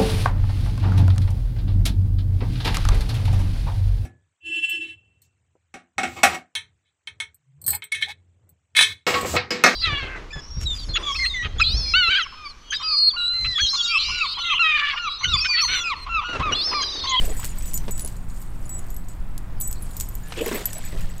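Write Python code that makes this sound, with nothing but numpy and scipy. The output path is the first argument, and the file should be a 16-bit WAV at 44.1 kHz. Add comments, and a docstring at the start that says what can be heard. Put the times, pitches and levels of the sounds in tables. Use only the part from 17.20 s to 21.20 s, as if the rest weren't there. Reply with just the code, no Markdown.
"""A lawn with a paddling pool, where two dogs romp. Their thin metal collar tags clash and ring until
they touch again, the pitch bent by the running, and jingle lightly over rustling grass. Wet paws smack
down and slosh gulping bubbles into the water; one dog plunges through and throws up spray that patters
back. Wind rumbles on the microphone over a quiet field with a far bird and a faint drone."""
import sys
import numpy as np
from scipy import signal
from scipy.fft import rfft, irfft
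from scipy.io import wavfile
from scipy.ndimage import uniform_filter1d, map_coordinates

SR = 44100
rng = np.random.default_rng(int(sys.argv[2]) if len(sys.argv) > 2 else 0)


def generate_wav(sig):
    """Save sig (samples, or channels by samples) to the path in sys.argv[1] as 16-bit PCM at SR."""
    pcm = np.round(np.clip(np.atleast_2d(sig).T, -1, 1) * 32767).astype(np.int16)
    wavfile.write(sys.argv[1], SR, pcm)


N = 176400

# the modes of the two clashing tags, in five families of neighbours struck together (pitch [Hz], level [dB],
# own t60 [s])
TAG_FAMILIES = [
    [(6945, -1, .33), (7040, -9, .25)],
    [(7890, 0, .7), (7960, -15, .2), (8320, -13, .06)],
    [(10010, -1, .09), (10090, -6, .08)],
    [(11940, 0, .065), (12050, -9, .05), (11110, -21, .05)],
    [(14490, -3, .15), (14800, -5, .13), (13700, -8, .09)],
]


def undb(db):
    """Decibels to gain."""
    return 10 ** (np.asarray(db) / 20)


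def unit(x):
    """Scale to rms 1."""
    return x / np.sqrt(np.mean(x ** 2) + 1e-20)


def curve(rows):
    """Join (time [s], value) points over the whole scene."""
    return np.interp(np.arange(N) / SR, *np.array(rows).T)


def colour(x, points):
    """Equalise a sound through (frequency [Hz], level [dB]) points; rms 1."""
    hz, db = np.array(points).T
    log_hz = np.log(np.arange(N // 2 + 1) * SR / N + 1e-3)
    gain = undb(np.interp(log_hz, np.log(hz), db, left=-90, right=db[-1] + 0.5))
    return unit(irfft(rfft(x) * gain, N))


def walk(rate):
    """Smooth random wander with a spread near 1."""
    k = int(SR / rate)
    steps = np.repeat(rng.standard_normal(N // k + 1), k)
    return unit(uniform_filter1d(uniform_filter1d(steps, k), k)[:N])


def add(out, start, x):
    """Mix a sound in at a start time in seconds."""
    i = max(int(start * SR), 0)
    out[i:i + len(x)] += x[:max(N - i, 0)]


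def fade(t, t60):
    """Exponential decay, 60 dB down at t60."""
    return np.exp(-np.log(1000) * t / t60)


def ticks(per_s, spread_db):
    """Random tiny impacts of uneven size."""
    hits = (rng.random(N) < per_s / SR) * rng.choice([-1, 1], N)
    return hits * undb(spread_db * np.minimum(rng.exponential(size=N), 3))


def bubbles(low_hz, high_hz, cycles, glide, spread_db, count):
    """Scattered short sines: bubbles that rise as they die, or plain pings with no glide."""
    out = np.zeros(N)
    for when, pitch, size, life in rng.random((count, 4)):
        hz = low_hz * (high_hz / low_hz) ** pitch
        span = cycles * (.5 + life) / hz
        t = np.arange(int(span * SR)) / SR
        tone = np.sin(2 * np.pi * hz * t * (1 + glide * t / span))
        add(out, when * N / SR, undb(-spread_db * np.log(size + 0.059)) * fade(t, span) * tone)
    return out


def field():
    """The soft, slowly breathing hush of an open field."""
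    # tone of the hush (frequency [Hz], level [dB])
    hush_eq = [(120, -14), (250, 2), (450, -9), (1000, -8.5), (2000, -16.5), (3500, -26.5), (6000, -42.5),
               (10000, -55), (16000, -58)]
    return colour(rng.standard_normal(N), hush_eq) * undb(-48.5 + walk(4.603))


def drone():
    """A far hum whose two tones waver in pitch and level."""
    # tones of the hum (pitch [Hz], level [dB])
    tones = [(176.6, -46.5), (105.16, -43.5)]
    out = np.zeros(N)
    for hz, db in tones:
        level = undb(db + 2 * walk(11.0))
        wavering_hz = hz * (1 + 0.02024 * walk(14))
        out += level * np.sin(2 * np.pi * np.cumsum(wavering_hz) / SR)
    return out


def wind():
    """Gusts buffet the microphone with a deep rumble."""
    # tone of the rumble (frequency [Hz], level [dB])
    rumble_eq = [(8, 6.5), (14, -4.5), (22, -5.5), (35, -12), (60, -18), (100, -25.5), (160, -28.5),
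                 (250, -43), (500, -69)]
    # rise and fall of the wind (time [s], relative level [dB])
    gusts = [(0, -19.5), (.15, -24), (.35, -25.5), (.6, -24), (1.2, -28), (1.95, -27.5), (2.45, -26),
             (2.85, -26.5), (3.05, -28.5), (3.55, -33), (3.8, -20), (4, -30)]
    return colour(rng.standard_normal(N), rumble_eq) * undb(curve(gusts) + 1)


def bird():
    """Faint slurs from the trees, made raspy by a fast flutter in pitch."""
    # bird notes (time [s], length [s], start pitch [Hz], end pitch [Hz], level [dB])
    notes = [(2.353, .06, 5330, 4400, -63), (2.539, 0.067, 4250, 4330, -54.5)]
    out = np.zeros(N)
    for start, length, from_hz, to_hz, db in notes:
        n = int(length * SR)
        hz = np.linspace(from_hz, to_hz, n) * (1 + 0.048 * walk(1200)[:n])
        add(out, start, undb(db) * np.sqrt(2 * np.hanning(n)) * np.sin(2 * np.pi * np.cumsum(hz) / SR))
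    return out


def squeak(start_s=3.02, length_s=.09, hz=1710, db=-52):
    """One thin, far squeak on a steady pitch."""
    out, n = np.zeros(N), int(length_s * SR)
    tone = np.sin(2 * np.pi * hz * np.arange(n) / SR)
    add(out, start_s, undb(db) * np.sqrt(2 * np.hanning(n)) * tone)
    return out


def drops():
    """Drops patter back on the pool as ticks and small plinking bubbles."""
    # swell of the patter (time [s], level [dB])
    patter = [(0, -44), (.25, -49), (.45, -51), (.9, -55), (1.1, -71), (3.0, -61.5), (3.15, -42.5),
              (3.4, -42), (3.55, -47.5), (3.8, -46.5), (4, -54)]
    # tone of the patter (frequency [Hz], level [dB])
    patter_eq = [(250, -24), (500, -0.5), (1000, -2.5), (1800, 6.5), (3000, 6.5), (6000, 1), (12000, -44)]
    plinks = unit(bubbles(394, 6120, cycles=44, glide=0.14, spread_db=2.5, count=1800))
    impacts = undb(2) * unit(ticks(900, spread_db=4))
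    return undb(curve(patter)) * colour(plinks + impacts, patter_eq)


def sloshes(attack_s=0.0032, release_s=0.0079, hollow_width_hz=360):
    """Paws push gulping bubbles under, another size each time, and splatter small ones with spray."""
    # paw strokes (time [s], length [s], gulp pitch [Hz], gulp level [dB], splatter level [dB])
    strokes = [(0.016, 0.033, 575, -39.5, -41), (0.076, 0.049, 530, -37, -58),
               (0.191, 0.024, 1000, -42.5, -50), (0.227, 0.019, 1200, -51, -39.5),
               (0.679, 0.013, 570, -33.5, -43), (.835, 0.022, 550, -43, -60), (3.169, 0.029, 410, -33, -41),
               (3.204, 0.017, 470, -22, -50), (3.238, 0.024, 594, -37.5, -40),
               (3.258, 0.037, 438, -28, -33), (3.311, 0.05, 352, -28, -32.5), (3.367, 0.056, 473, -38, -39),
               (3.556, 0.036, 706, -45, -52), (3.725, 0.063, 445, -42.5, -57)]
    # tone of the splatter (frequency [Hz], level [dB])
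    splatter_eq = [(600, -9), (1000, -3.5), (1800, 2), (2800, 3), (4000, -2.5), (8000, -4), (15000, -6)]
    t = np.arange(N) / SR
    gulps, splatter_level = np.zeros(N), np.zeros(N)
    big = bubbles(199.5, 1312, cycles=23.6, glide=0.15, spread_db=0.6, count=2200)
    for start, length, hz, gulp_db, splatter_db in strokes:
        attack = np.clip((t - start) / attack_s, 0, 1)
        shape = attack * np.exp(-np.maximum(t - start - length, 0) / release_s)
        hollow = signal.iirpeak(hz, hz / hollow_width_hz, fs=SR)
        cluster = signal.lfilter(*hollow, signal.lfilter(*hollow, big))
        gulps += undb(gulp_db) * shape * cluster / np.sqrt(np.average(cluster ** 2, weights=shape ** 2))
        splatter_level += undb(splatter_db) * shape
    fizz = undb(-4.5) * unit(bubbles(3250, 17200, cycles=42, glide=.04, spread_db=5.5, count=6000))
    small = unit(bubbles(890, 4510, cycles=40, glide=0.086, spread_db=4, count=4000))
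    spit = undb(-1) * unit(ticks(2500, spread_db=-4))
    return gulps + splatter_level * colour(small + fizz + spit, splatter_eq)


def plunge(start_s=3.165, length_s=0.076, db=-34.5):
    """A dog hits the pool: a sheet of water slaps down and bubbles of nearly one size ring together."""
    out, n = np.zeros(N), int(length_s * SR)
    cluster = unit(bubbles(2460, 3360, cycles=61, glide=.06, spread_db=3, count=2400))[:n]
    add(out, start_s, undb(db) * np.sqrt(np.hanning(n)) * cluster)
    return out


def paws(thud_hz=213, smack_top_hz=3900):
    """A wet paw lands flat: a sharp smack and a short low thud."""
    # paw landings (time [s], thud level [dB], smack level [dB])
    landings = [(.244, -49, -32.5), (.681, -27, -34), (3.122, -57, -28.5)]
    out, t = np.zeros(N), np.arange(SR // 8) / SR
    for start, thud_db, smack_db in landings:
        noise = unit(signal.lfilter(*signal.butter(2, smack_top_hz, fs=SR), rng.standard_normal(len(t))))
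        smack = undb(smack_db) * fade(t, t60=0.044) * noise
        thud = undb(thud_db) * fade(t, t60=0.083) * np.sin(2 * np.pi * thud_hz * t)
        add(out, start, thud + smack)
    return out


def rattle(touches_per_s=130, detune=.008):
    """The tags brush lightly, each touch waking one mode a little off pitch, and the grass rustles."""
    # swell of the jingle and rustle (time [s], relative level [dB])
    movement = [(0, -41), (.27, -45.5), (.34, -51), (.47, -45.5), (.65, -52.5), (.86, -47.5), (1.04, -60),
                (1.2, -47), (1.3, -58.5), (1.36, -54), (1.44, -52.5), (1.72, -55), (1.97, -62), (2.33, -69),
                (2.55, -57.5), (2.83, -44.5), (3.0, -53), (3.34, -41.5), (3.6, -49.5), (4, -56.5)]
    # tone of the rustle (frequency [Hz], level [dB])
    rustle_eq = [(2000, -2.5), (4000, -5.5), (6000, -7), (8300, 5.5), (10500, -6), (13000, 1.5),
                 (16000, -45)]
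    touches, t = np.zeros(N), np.arange(SR // 8) / SR
    modes = sum(TAG_FAMILIES, [])
    for when, which, bend, size in rng.random((int(touches_per_s * N / SR), 4)):
        hz, db, t60 = modes[int(which * len(modes))]
        tone = np.sin(2 * np.pi * hz * (1 + detune * (2 * bend - 1)) * t)
        ring = fade(t, t60) * fade(t, t60=.09) * tone
        add(touches, when * N / SR, size * undb(db / 2) * ring / hz)  # high modes wake less
    crackle = unit(ticks(2700, spread_db=4.5))
    glints = unit(bubbles(3980, 16200, cycles=22, glide=0, spread_db=7, count=6000))
    rustle = colour(crackle + glints, rustle_eq) * undb(2 * walk(40.5))
    jingle = unit(touches * undb(2 * walk(24.92)))
    return undb(curve(movement)) * (undb(-3.5) * jingle + undb(-2.5) * rustle)


def tags():
    """Each clash ticks, chatters and rings the swinging tags' modes; the next contact chokes the ring."""
    # tag clashes (time [s], extra damping t60 [s], contact level [dB], five family levels [dB])
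    clashes = [(0.053, 0.44, -46, -43, -41, -59, -30, -47), (0.167, 1.5, -48, -42, -38, -41, -53, -41),
               (0.198, 0.053, -46, -45, -30, -50, -34, -32), (0.245, 0.072, -30, -34, -39, -45, -32, -25),
               (0.252, 0.044, -27.5, -34, -32, -38, -37, -36), (0.262, 0.23, -37, -51, -52, -42, -31, -42),
               (0.3845, 0.19, -43, -60, -40, -61, -39, -51), (0.424, 1.5, -40, -55, -38, -59, -49, -45),
               (0.457, 2.3, -42, -40, -43, -40, -45, -36), (0.534, 0.06, -32, -46, -41, -29, -40, -43),
               (0.541, 0.91, -32.5, -28.5, -33.5, -47, -19, -31),
               (0.576, 0.04, -27, -26, -45, -51, -48, -46), (0.709, 1.6, -41, -37, -35.5, -56, -32.5, -39),
               (0.779, 1.5, -37, -55, -40, -46, -40, -39), (0.795, 0.08, -31.5, -45, -34, -27, -33, -36),
               (0.807, 1.5, -37.5, -41, -38, -31, -40, -44), (0.819, 0.15, -54, -44, -41, -26, -49, -46),
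               (0.848, 0.021, -37, -48, -51, -18.5, -43, -46),
               (0.86, 0.019, -42, -48, -44, -19.5, -44, -46),
               (0.876, 0.031, -31.5, -38, -50, -34, -42, -40), (0.966, 0.098, -48, -51, -58, -62, -49, -59),
               (1.217, 1.5, -47, -54, -63, -49, -43, -52), (1.493, 4, -42, -42, -28.5, -55, -40, -36),
               (1.592, 0.16, -43, -65, -65, -35, -60, -52), (1.703, 0.25, -45.5, -47, -49, -54, -36.5, -47),
               (1.744, 0.036, -54, -54, -56, -44, -34, -61), (1.765, 0.1, -42, -62, -39, -56, -27, -52),
               (1.885, 0.11, -41.5, -47, -38, -57, -46, -53),
               (2.179, 0.038, -37.5, -56, -44, -38, -37, -46), (2.401, 1.5, -54, -51, -54, -35, -29, -48),
               (2.411, 1.5, -30.5, -40, -32, -24, -25, -38), (2.417, 2, -55, -35.5, -24, -34, -24, -31),
               (2.475, 0.22, -43, -42, -31.5, -53, -21, -47), (2.512, 1.5, -38.5, -57, -47, -51, -31, -55),
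               (2.528, 0.043, -34, -40, -35, -40, -29, -44), (2.623, 0.17, -48, -62, -61, -34.5, -38, -57),
               (2.767, 0.084, -31.5, -40, -46, -35, -30, -25), (2.8, 0.025, -23.5, -32, -31, -44, -33, -39),
               (2.809, 0.06, -27.5, -28, -32, -43, -22.5, -27), (2.888, 0.06, -47, -60, -41, -42, -31, -48),
               (2.952, 0.032, -42, -41, -44, -48, -29, -40), (3.212, 1.5, -40, -48, -50, -56, -31, -49),
               (3.261, 0.036, -40, -45, -44, -43, -21, -44), (3.281, .04, -31, -45, -44, -40, -28, -43),
               (3.345, 1.5, -47, -51, -36, -57, -23.5, -30), (3.358, 0.15, -49, -53, -36, -54, -29, -37),
               (3.4556, 0.14, -26, -34, -26.5, -54, -11, -35),
               (3.531, 0.12, -30.5, -40, -36, -28.5, -36, -34),
               (3.551, 0.4, -49, -59, -28.5, -52, -53, -49), (3.582, 0.044, -45, -53, -48, -29.5, -29, -48),
               (3.65, 0.62, -51, -44, -36.5, -59, -35, -45),
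               (3.809, 0.25, -39.5, -40.5, -46, -42, -46, -46),
               (3.981, 0.018, -45, -45, -37, -64, -42, -50)]
    # clashes that also set a second, lower tag pinging (time [s], level [dB])
    pings = [(0.478, -46), (0.575, -42), (.807, -46), (2.417, -40), (3.531, -44)]
    # the collar's run towards the microphone (time [s], speed [m/s])
    approach = [(0, 2), (.42, 3), (.55, 2), (.72, -0.5), (1.5, -2), (1.77, -3.5), (2.15, -2), (2.42, 2.5),
                (2.85, 2), (3.3, 0), (3.46, -1), (3.55, -1), (3.8, -5.5)]
    # tone of metal touching metal (frequency [Hz], level [dB])
    contact_eq = [(1500, -39), (2600, -11), (4500, -6.5), (6500, -0.5), (8600, 2.5), (10500, -8),
                  (13000, -3), (16000, -22)]
    rise_s, choke_t60_s, tick_s, chatter_s = 0.00032, 0.017, 0.00093, 0.0075
    detune, spread_db, ping_hz = 0.0018, 3.5, 6090
    swing_m, swing_db, sound_m_s = 0.0088, 2, 343
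    ring, contact = np.zeros(N), np.zeros(N)
    t = np.arange(SR // 2) / SR
    tick_and_chatter = undb(3.5) * np.exp(-t / tick_s) + undb(-7) * np.exp(-t / chatter_s)
    ends = [row[0] for row in clashes[1:]] + [N / SR]
    for (start, damping_t60, contact_db, *family_dbs), end in zip(clashes, ends):
        doppler = 1 + np.interp(start, *np.array(approach).T) / sound_m_s
        choke = fade(np.maximum(t - (end - start), 0), choke_t60_s)
        shape = (1 - np.exp(-t / rise_s)) * fade(t, damping_t60) * choke
        for family, family_db in zip(TAG_FAMILIES, family_dbs):
            for hz, db, t60 in family:
                bent_hz = hz * doppler * (1 + detune * rng.standard_normal())
                size = undb(0.5 + db + family_db + spread_db * (2 * rng.random() - 1))
                tone = np.sin(2 * np.pi * (bent_hz * t + rng.random()))
                add(ring, start, size * shape * fade(t, t60) * tone)
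        add(contact, start, undb(contact_db) * tick_and_chatter)
    for start, db in pings:
        add(ring, start, undb(db) * fade(t, t60=.17) * np.sin(2 * np.pi * ping_hz * t))
    # the tags dangle to and fro, so the ring wavers in pitch and level
    swing_samples = swing_m * walk(90) / sound_m_s * SR
    swung = map_coordinates(ring, [np.arange(N) + swing_samples], mode="nearest")
    swung *= undb(swing_db * walk(70))
    return swung + contact * colour(ticks(9000, spread_db=4), contact_eq)


def lawn_scatter(x, db=-16, t60_s=0.16):
    """The lawn and the pool scatter a sound back, adding a short, faint tail."""
    t = np.arange(SR // 2) / SR
    tail = rng.standard_normal(len(t)) * fade(t, t60_s)
    return x + undb(db) * signal.fftconvolve(x, tail / np.linalg.norm(tail))[:N]


def scene():
    """Collars, water and the outdoor bed, mixed in mono."""
    collars = lawn_scatter(tags()) + rattle()
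    water = sloshes() + drops() + paws() + plunge()
    outdoors = bird() + squeak() + wind() + field() + drone()
    return (collars + water + outdoors)[None]


def record(dry):
    """A steep low-pass cuts the very top of the treble."""
    top_hz = 15700
    return signal.sosfilt(signal.ellip(8, .2, 70, top_hz, fs=SR, output="sos"), dry)


dry = scene()
out = record(dry)
generate_wav(out)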